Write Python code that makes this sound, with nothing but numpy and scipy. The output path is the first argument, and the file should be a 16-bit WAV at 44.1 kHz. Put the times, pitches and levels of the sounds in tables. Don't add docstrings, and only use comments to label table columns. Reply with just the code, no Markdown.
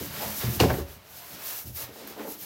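import sys
import numpy as np
from scipy import signal
from scipy.fft import rfft, irfft
from scipy.io import wavfile
from scipy.ndimage import uniform_filter1d

SR = 44100
rng = np.random.default_rng(int(sys.argv[2]) if len(sys.argv) > 2 else 0)


def linear_from_db(decibels):
    return 10 ** (np.asarray(decibels, float) / 20)


def master(y):
    cut = np.clip(np.atleast_2d(y).T, -1, 1)
    pcm = np.round(cut * 32767)
    wavfile.write(sys.argv[1], SR, pcm.astype(np.int16))


N = 108045
BURST = 8192

# frequency in Hz, level in dB, 60 dB decay time in seconds.
BOX_MODES = [(71.3, 2, 0.11), (99, -4, 0.14), (120, -3.5, 0.11), (144.6, -2, 0.48), (218, -4.5, 0.062),
             (284.8, 5, 0.18), (353, 1, 0.11), (376.3, -14, 0.099), (465, -4, 0.31), (562.3, 8, 0.22),
             (653, -29, 0.25), (846, 5, 0.14), (1113, -23, 0.36), (1270, -30.5, 0.1)]


def unit(x):
    return x / np.sqrt(np.mean(x ** 2))


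def add(out, s, sound):
    part = out[max(int(s * SR), 0):][:len(sound)]
    part += sound[:len(part)]


def colour(x, points):
    p = np.array(points, float)
    hz = np.arange(N // 2 + 1) * SR / N + 1
    gain_db = np.interp(np.log(hz), np.log(p[:, 0]), p[:, 1])
    return unit(irfft(rfft(x) * linear_from_db(gain_db), N))


def walk(rate):
    k = int(SR / rate)
    held = rng.standard_normal(size=256)[np.arange(N) // k]
    return unit(uniform_filter1d(uniform_filter1d(held, k), k))


def ring(x, hz, t60):
    r = np.exp(-np.log(1000) / (t60 * SR))
    return signal.lfilter([1 - r, 0, r - 1], [1, -2 * r * np.cos(2 * np.pi * hz / SR), r * r], x)


def bumps(contacts, modes):
    swell = 0.35
    relative_width = 0.67
    dry_db, body_db = 3.5, 2.5
    push, t = np.zeros(N), np.arange(BURST) / SR
    for s, db, hz, contact in contacts:
        shape = (1 - np.exp(-t / (swell * contact))) * np.exp(-(t / contact) ** 2)
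        t60 = np.log(1000) / (np.pi * hz * relative_width)
        rough = rng.standard_normal(BURST) * shape
        burst = ring(ring(rough, hz, t60), hz, t60 / 2)
        same_energy = np.sqrt(np.sum(shape ** 2) / np.sum(burst ** 2))
        add(push, s, burst * linear_from_db(db) * same_energy)
    body = np.zeros(N)
    for k, (hz, db, t60) in enumerate(modes):
        body += (-1) ** k * linear_from_db(db) * ring(push, hz, t60)
    return linear_from_db(dry_db) * push + linear_from_db(body_db) * body


def box_bumps():
    # start in seconds, level in dB, centre in Hz, contact time in seconds.
    bump_contacts = [(.001, -34.5, 260, 0.028), (.05, -41.5, 140, 0.075), (.165, -44.5, 150, 0.04),
                     (.245, -41.5, 197, 0.035), (.35, -47.5, 215, 0.077), (.424, -36, 325, 0.032),
                     (.436, -25.5, 107, 0.02), (.466, -28.5, 120, 0.026), (.515, -38.5, 197, 0.058),
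                     (.555, -36, 97, 0.056), (.598, -21.5, 726, 0.0081), (.6025, -16, 343, 0.016),
                     (.606, -17, 115, 0.018), (.627, -18.5, 398, 0.024), (.635, -22, 141, 0.022),
                     (.655, -33, 66.7, 0.063), (.692, -26, 554, 0.031), (.698, -30, 139, .045),
                     (.733, -33.5, 330, 0.037), (.782, -30, 290, 0.016), (.78, -33, 83.4, 0.029),
                     (.875, -52, 141, 0.019), (.955, -50.5, 94, 0.018), (1.325, -53.5, 110, 0.025),
                     (1.641, -44, 120, 0.033), (1.685, -52, 144, 0.026), (1.705, -49, 91, 0.041),
                     (1.785, -46.5, 407, 0.026), (1.81, -52, 93, 0.053), (2.412, -50, 182, 0.016)]
    return bumps(bump_contacts, BOX_MODES)


def more_box_knocks():
    # start in seconds, level in dB, centre in Hz, contact time in seconds.
    more_contacts = [(.001, -41.5, 87, 0.02), (.075, -49.5, 70, 0.027), (.235, -46, 67, .04),
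                     (.27, -49.5, 104, 0.043), (.375, -50, 60, .03), (.44, -42, 60, 0.044),
                     (.54, -39, 60, 0.026), (.597, -24.5, 840, 0.0051), (.69, -39, 1340, 0.024),
                     (.695, -47, 2240, .03), (.735, -38, 1390, 0.015), (.79, -44, 710, 0.024),
                     (.875, -49.5, 70, 0.035), (.965, -55, 67, .02), (1.125, -58.5, 80.5, 0.036),
                     (1.24, -68, 200, 0.036), (1.3, -53, 161, 0.045), (1.343, -46.5, 228, 0.0051),
                     (1.642, -46, 65, 0.02), (1.65, -55.5, 258, 0.031), (.608, -36.5, 1820, 0.033),
                     (1.68, -50, 65, .05), (1.87, -60, 70, 0.039), (2.07, -46, 1500, 0.011),
                     (2.19, -48.5, 1510, 0.049), (2.27, -44, 627, .02), (2.265, -54, 880, .02),
                     (2.3, -47, 750, 0.02), (2.345, -57, 308, 0.017), (2.42, -58, 110, .03),
                     (.65, -31, 77, 0.055), (.601, -29, 4550, 0.017)]
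    return bumps(more_contacts, BOX_MODES)


def strokes(moves):
    t = np.arange(N) / SR
    power = np.zeros(N)
    for s, db, rise, fall in moves:
        distance = np.where(t < s, (s - t) / rise, (t - s) / fall)
        power += linear_from_db(db - 20 * distance ** 2) ** 2
    return np.sqrt(power)


def rubbing(moves, points):
    grain_db, flicker_db, drag_db = 2.5, 1.2, 0.5
    grain_size = np.minimum(rng.exponential(size=N), 5)
    grains = rng.standard_normal(N) * linear_from_db(grain_db * grain_size)
    body = colour(grains, points)
    low = signal.sosfilt(signal.butter(2, 5000, fs=SR, output="sos"), body)
    high = body - low
    mixed = low * linear_from_db(flicker_db * walk(29.38)) + high * linear_from_db(flicker_db * walk(30.17))
    return unit(mixed * linear_from_db(drag_db * walk(12.3))) * strokes(moves)


def card_slides():
    # peak in seconds, level in dB, rise in seconds, fall in seconds (both over 20 dB).
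    card_moves = [(.038, -43, 0.47, 0.12), (.212, -38.5, 0.17, 0.34), (.414, -37.5, 0.021, 0.15),
                  (.542, -42.5, .14, 0.1), (.607, -28.5, 0.021, 0.079), (.706, -38, 0.14, 0.045),
                  (.797, -45, 0.12, 0.064), (.902, -53, 0.12, 0.15), (1.302, -50.5, 0.51, 0.35),
                  (1.518, -46, 0.41, 0.15), (1.595, -53, 0.061, 0.035), (1.67, -62, 0.066, 0.034),
                  (1.772, -44.5, 0.0095, 0.16), (1.835, -46.5, 0.096, 0.049), (2.062, -48, 0.3, 0.31),
                  (2.202, -50, 0.032, 0.12), (2.328, -54, 0.13, 0.09), (2.427, -53, 0.015, .14)]
    # frequency in Hz, density in dB per Hz.
    card_tone = [(55, -24), (250, -2.5), (700, 3), (1800, 1), (3000, -1), (5000, -3), (7000, -9),
                 (11000, -12.5)]
    return rubbing(card_moves, card_tone)


def foam_strokes():
    # peak in seconds, level in dB, rise in seconds, fall in seconds (both over 20 dB).
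    foam_moves = [(.049, -38, 0.1, 0.065), (.221, -33, 0.15, 0.32), (.408, -30, 0.094, 0.15),
                  (.548, -34, 0.1, 0.067), (.6025, -32.5, .005, 0.083), (.712, -38.5, 0.11, 0.19),
                  (.795, -41, 0.11, 0.026), (.893, -47, 0.023, 0.13), (1.268, -42.5, 0.26, 0.24),
                  (1.488, -34.5, 0.09, 0.17), (1.575, -36.5, 0.25, 0.096), (1.672, -41, 0.025, 0.063),
                  (1.762, -36.5, 0.015, 0.16), (1.828, -35, 0.12, 0.044), (1.952, -46.5, 0.052, 0.26),
                  (2.078, -42.5, 0.013, 0.091), (2.198, -46.5, .065, 0.11), (2.322, -37, 0.087, 0.062),
                  (2.422, -37, 0.066, 0.13)]
    # frequency in Hz, density in dB per Hz.
    foam_tone = [(1000, -13.5), (4000, -5.5), (6000, -2.5), (8500, -6), (10000, -5.5), (11500, 2.5),
                 (13000, 3.5), (15800, 2)]
    return rubbing(foam_moves, foam_tone)


def squeals():
    # start in seconds, length in seconds, level in dB, start pitch in Hz, end pitch in Hz.
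    squeal_notes = [(.16, .25, -49, 215, 205), (1.09, .2, -65, 1430, 1400), (1.14, .14, -59, 720, 700),
                    (1.2, .08, -58, 950, 1080), (1.34, .09, -59, 560, 680), (1.415, .1, -61, 1830, 1800),
                    (1.49, .12, -60, 1700, 1620), (1.48, .1, -55, 6100, 5800), (1.5, .08, -61, 3000, 2800),
                    (1.8, .05, -58, 3350, 3450), (1.815, .04, -56, 5300, 5300)]
    relative_width = 0.04
    out = np.zeros(N)
    for s, length, db, start_hz, end_hz in squeal_notes:
        t = np.arange(min(int(length * SR), 2 * BURST)) / SR
        phase = 2 * np.pi * (start_hz * t + (end_hz - start_hz) * t ** 2 / (2 * length))
        noise = rng.standard_normal(size=(2, 2 * BURST))
        smooth = signal.lfilter(*signal.butter(2, relative_width * start_hz, fs=SR), noise)
        a, b = smooth[:, -len(t):]
        note = unit(a * np.sin(phase) + b * np.cos(phase))
        add(out, s, linear_from_db(db) * note * np.sin(np.pi * t / length) ** .5)
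    return out


def shell_creaks():
    # start in seconds, level in dB, centre in Hz, contact time in seconds.
    creak_contacts = [(.197, -34, 565, 0.048), (.255, -44, 517, 0.07), (1.872, -47.5, 333, 0.033),
                      (1.953, -45, 526, 0.023), (1.982, -46.5, 346, 0.057), (2.022, -49.5, 290, 0.068),
                      (2.088, -47, 415, 0.028), (2.16, -39.5, 423, 0.025), (2.184, -35.5, 388, 0.034),
                      (2.242, -37, 440, 0.021), (2.27, -38, 343, 0.02), (2.298, -46, 320, 0.017),
                      (2.348, -60, 318, 0.032), (2.181, -42.5, 820, 0.03)]
    # frequency in Hz, level in dB, 60 dB decay time in seconds.
    shell_modes = [(215, 13, 0.12), (316, 7.5, 0.42), (384, -19, 0.062), (470, 9, 0.11), (565, -8.5, .06),
                   (668, 7, 0.25), (851, 2, 0.18), (1037, -13, 0.047), (1125, -23, 0.14)]
    return bumps(creak_contacts, shell_modes)


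def cracks():
    # start in seconds, level in dB, ring in Hz, 60 dB decay time in seconds.
    crack_rings = [(0.5985, -21, 1010, 0.0065), (0.6012, -8.5, 2863, 0.017), (0.6006, -13, 4410, 0.012),
                   (0.6007, -9, 5700, 0.0038), (0.6035, -14, 4670, 0.008), (0.6066, -19, 4790, 0.015),
                   (.6095, -17, 2240, 0.011), (0.6165, -23, 4400, 0.0074), (0.641, -29, 1600, 0.02),
                   (0.7025, -19.5, 1580, 0.02), (0.713, -29, 2260, 0.02), (1.7484, -30, 13400, 0.02),
                   (2.0738, -27, 14200, 0.01), (.6068, -18, 2630, 0.019), (.62, -41, 2820, .02),
                   (.601, -23, 12500, .012)]
    snap_s, grit_gain = 0.00035, 0.12
    out, t = np.zeros(N), np.arange(BURST) / SR
    for s, db, hz, t60 in crack_rings:
        grit = ring(rng.standard_normal(BURST), hz, t60 / 8) * 10
        tone = np.sin(2 * np.pi * hz * t) + grit_gain * grit
        onset = (1 - np.exp(-t / snap_s)) ** 2
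        add(out, s, linear_from_db(db - 60 * t / t60) * onset * tone)
    return out


def room_tail():
    low_t60_s, treble_t60_s, split_hz = 0.41, 0.089, 2000
    t = np.arange(SR // 2) / SR
    noise = rng.standard_normal(SR // 2) * np.clip(t / 0.0038 - .5, 0, 1)
    low = signal.lfilter(*signal.butter(1, split_hz, fs=SR), noise)
    tail = low * linear_from_db(-60 * t / low_t60_s) + (noise - low) * linear_from_db(-60 * t / treble_t60_s)
    return tail / np.sqrt(np.sum(tail ** 2))


def room_noise():
    # frequency in Hz, density in dB per Hz.
    hush_tone = [(30, -41), (60, -11.5), (130, -10), (290, -19), (650, -15), (1100, -26), (8000, -56),
                 (15700, -41)]
    level_db = -58 + 0.47 * walk(4.3)
    return colour(rng.standard_normal(N), hush_tone) * linear_from_db(level_db)


def side_puffs(mid):
    # start in seconds, low edge in Hz, high edge in Hz.
    puff_bands = [
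        (.207, 4100, 6400),
        (.207, 14300, 15800),
        (.3, 8200, 9800),
        (1.115, 13000, 14600),
        (1.162, 4600, 5800),
        (1.162, 7500, 9000),
        (1.2, 10400, 12100),
        (1.2, 5500, 6900),
        (1.24, 8200, 9900),
        (1.5, 11900, 13600),
    ]
    frame = 2048
    side, hz = np.zeros(N), np.arange(frame // 2 + 1) * SR / frame
    for s, low_hz, high_hz in puff_bands:
        band = (hz > low_hz) & (hz < high_hz)
        level = np.std(irfft(rfft(mid[int(s * SR):][:frame]) * band))
        puff = unit(irfft(rfft(rng.standard_normal(frame)) * band))
        add(side, s, puff * level * linear_from_db(-3.5) * np.hanning(frame))
    return side


def scene():
    dry = box_bumps() + more_box_knocks() + card_slides() + foam_strokes()
    dry = dry + squeals() + shell_creaks() + cracks()
    reverb = linear_from_db(-14) * signal.fftconvolve(dry, room_tail())[:N]
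    mono = dry + reverb + room_noise()
    return np.array([mono, mono])


def band_limit(x):
    return signal.sosfilt(signal.butter(12, 17020, fs=SR, output="sos"), x)


def record(dry):
    x = signal.sosfilt(signal.butter(3, 39.4, "high", fs=SR, output="sos"), dry)
    x = signal.sosfilt(signal.ellip(10, .2, 70, 15820, fs=SR, output="sos"), x)
    x = x + side_puffs(x[0]) * np.array([[1], [-1]])
    return band_limit(x)


dry = scene()
out = record(dry)
master(out)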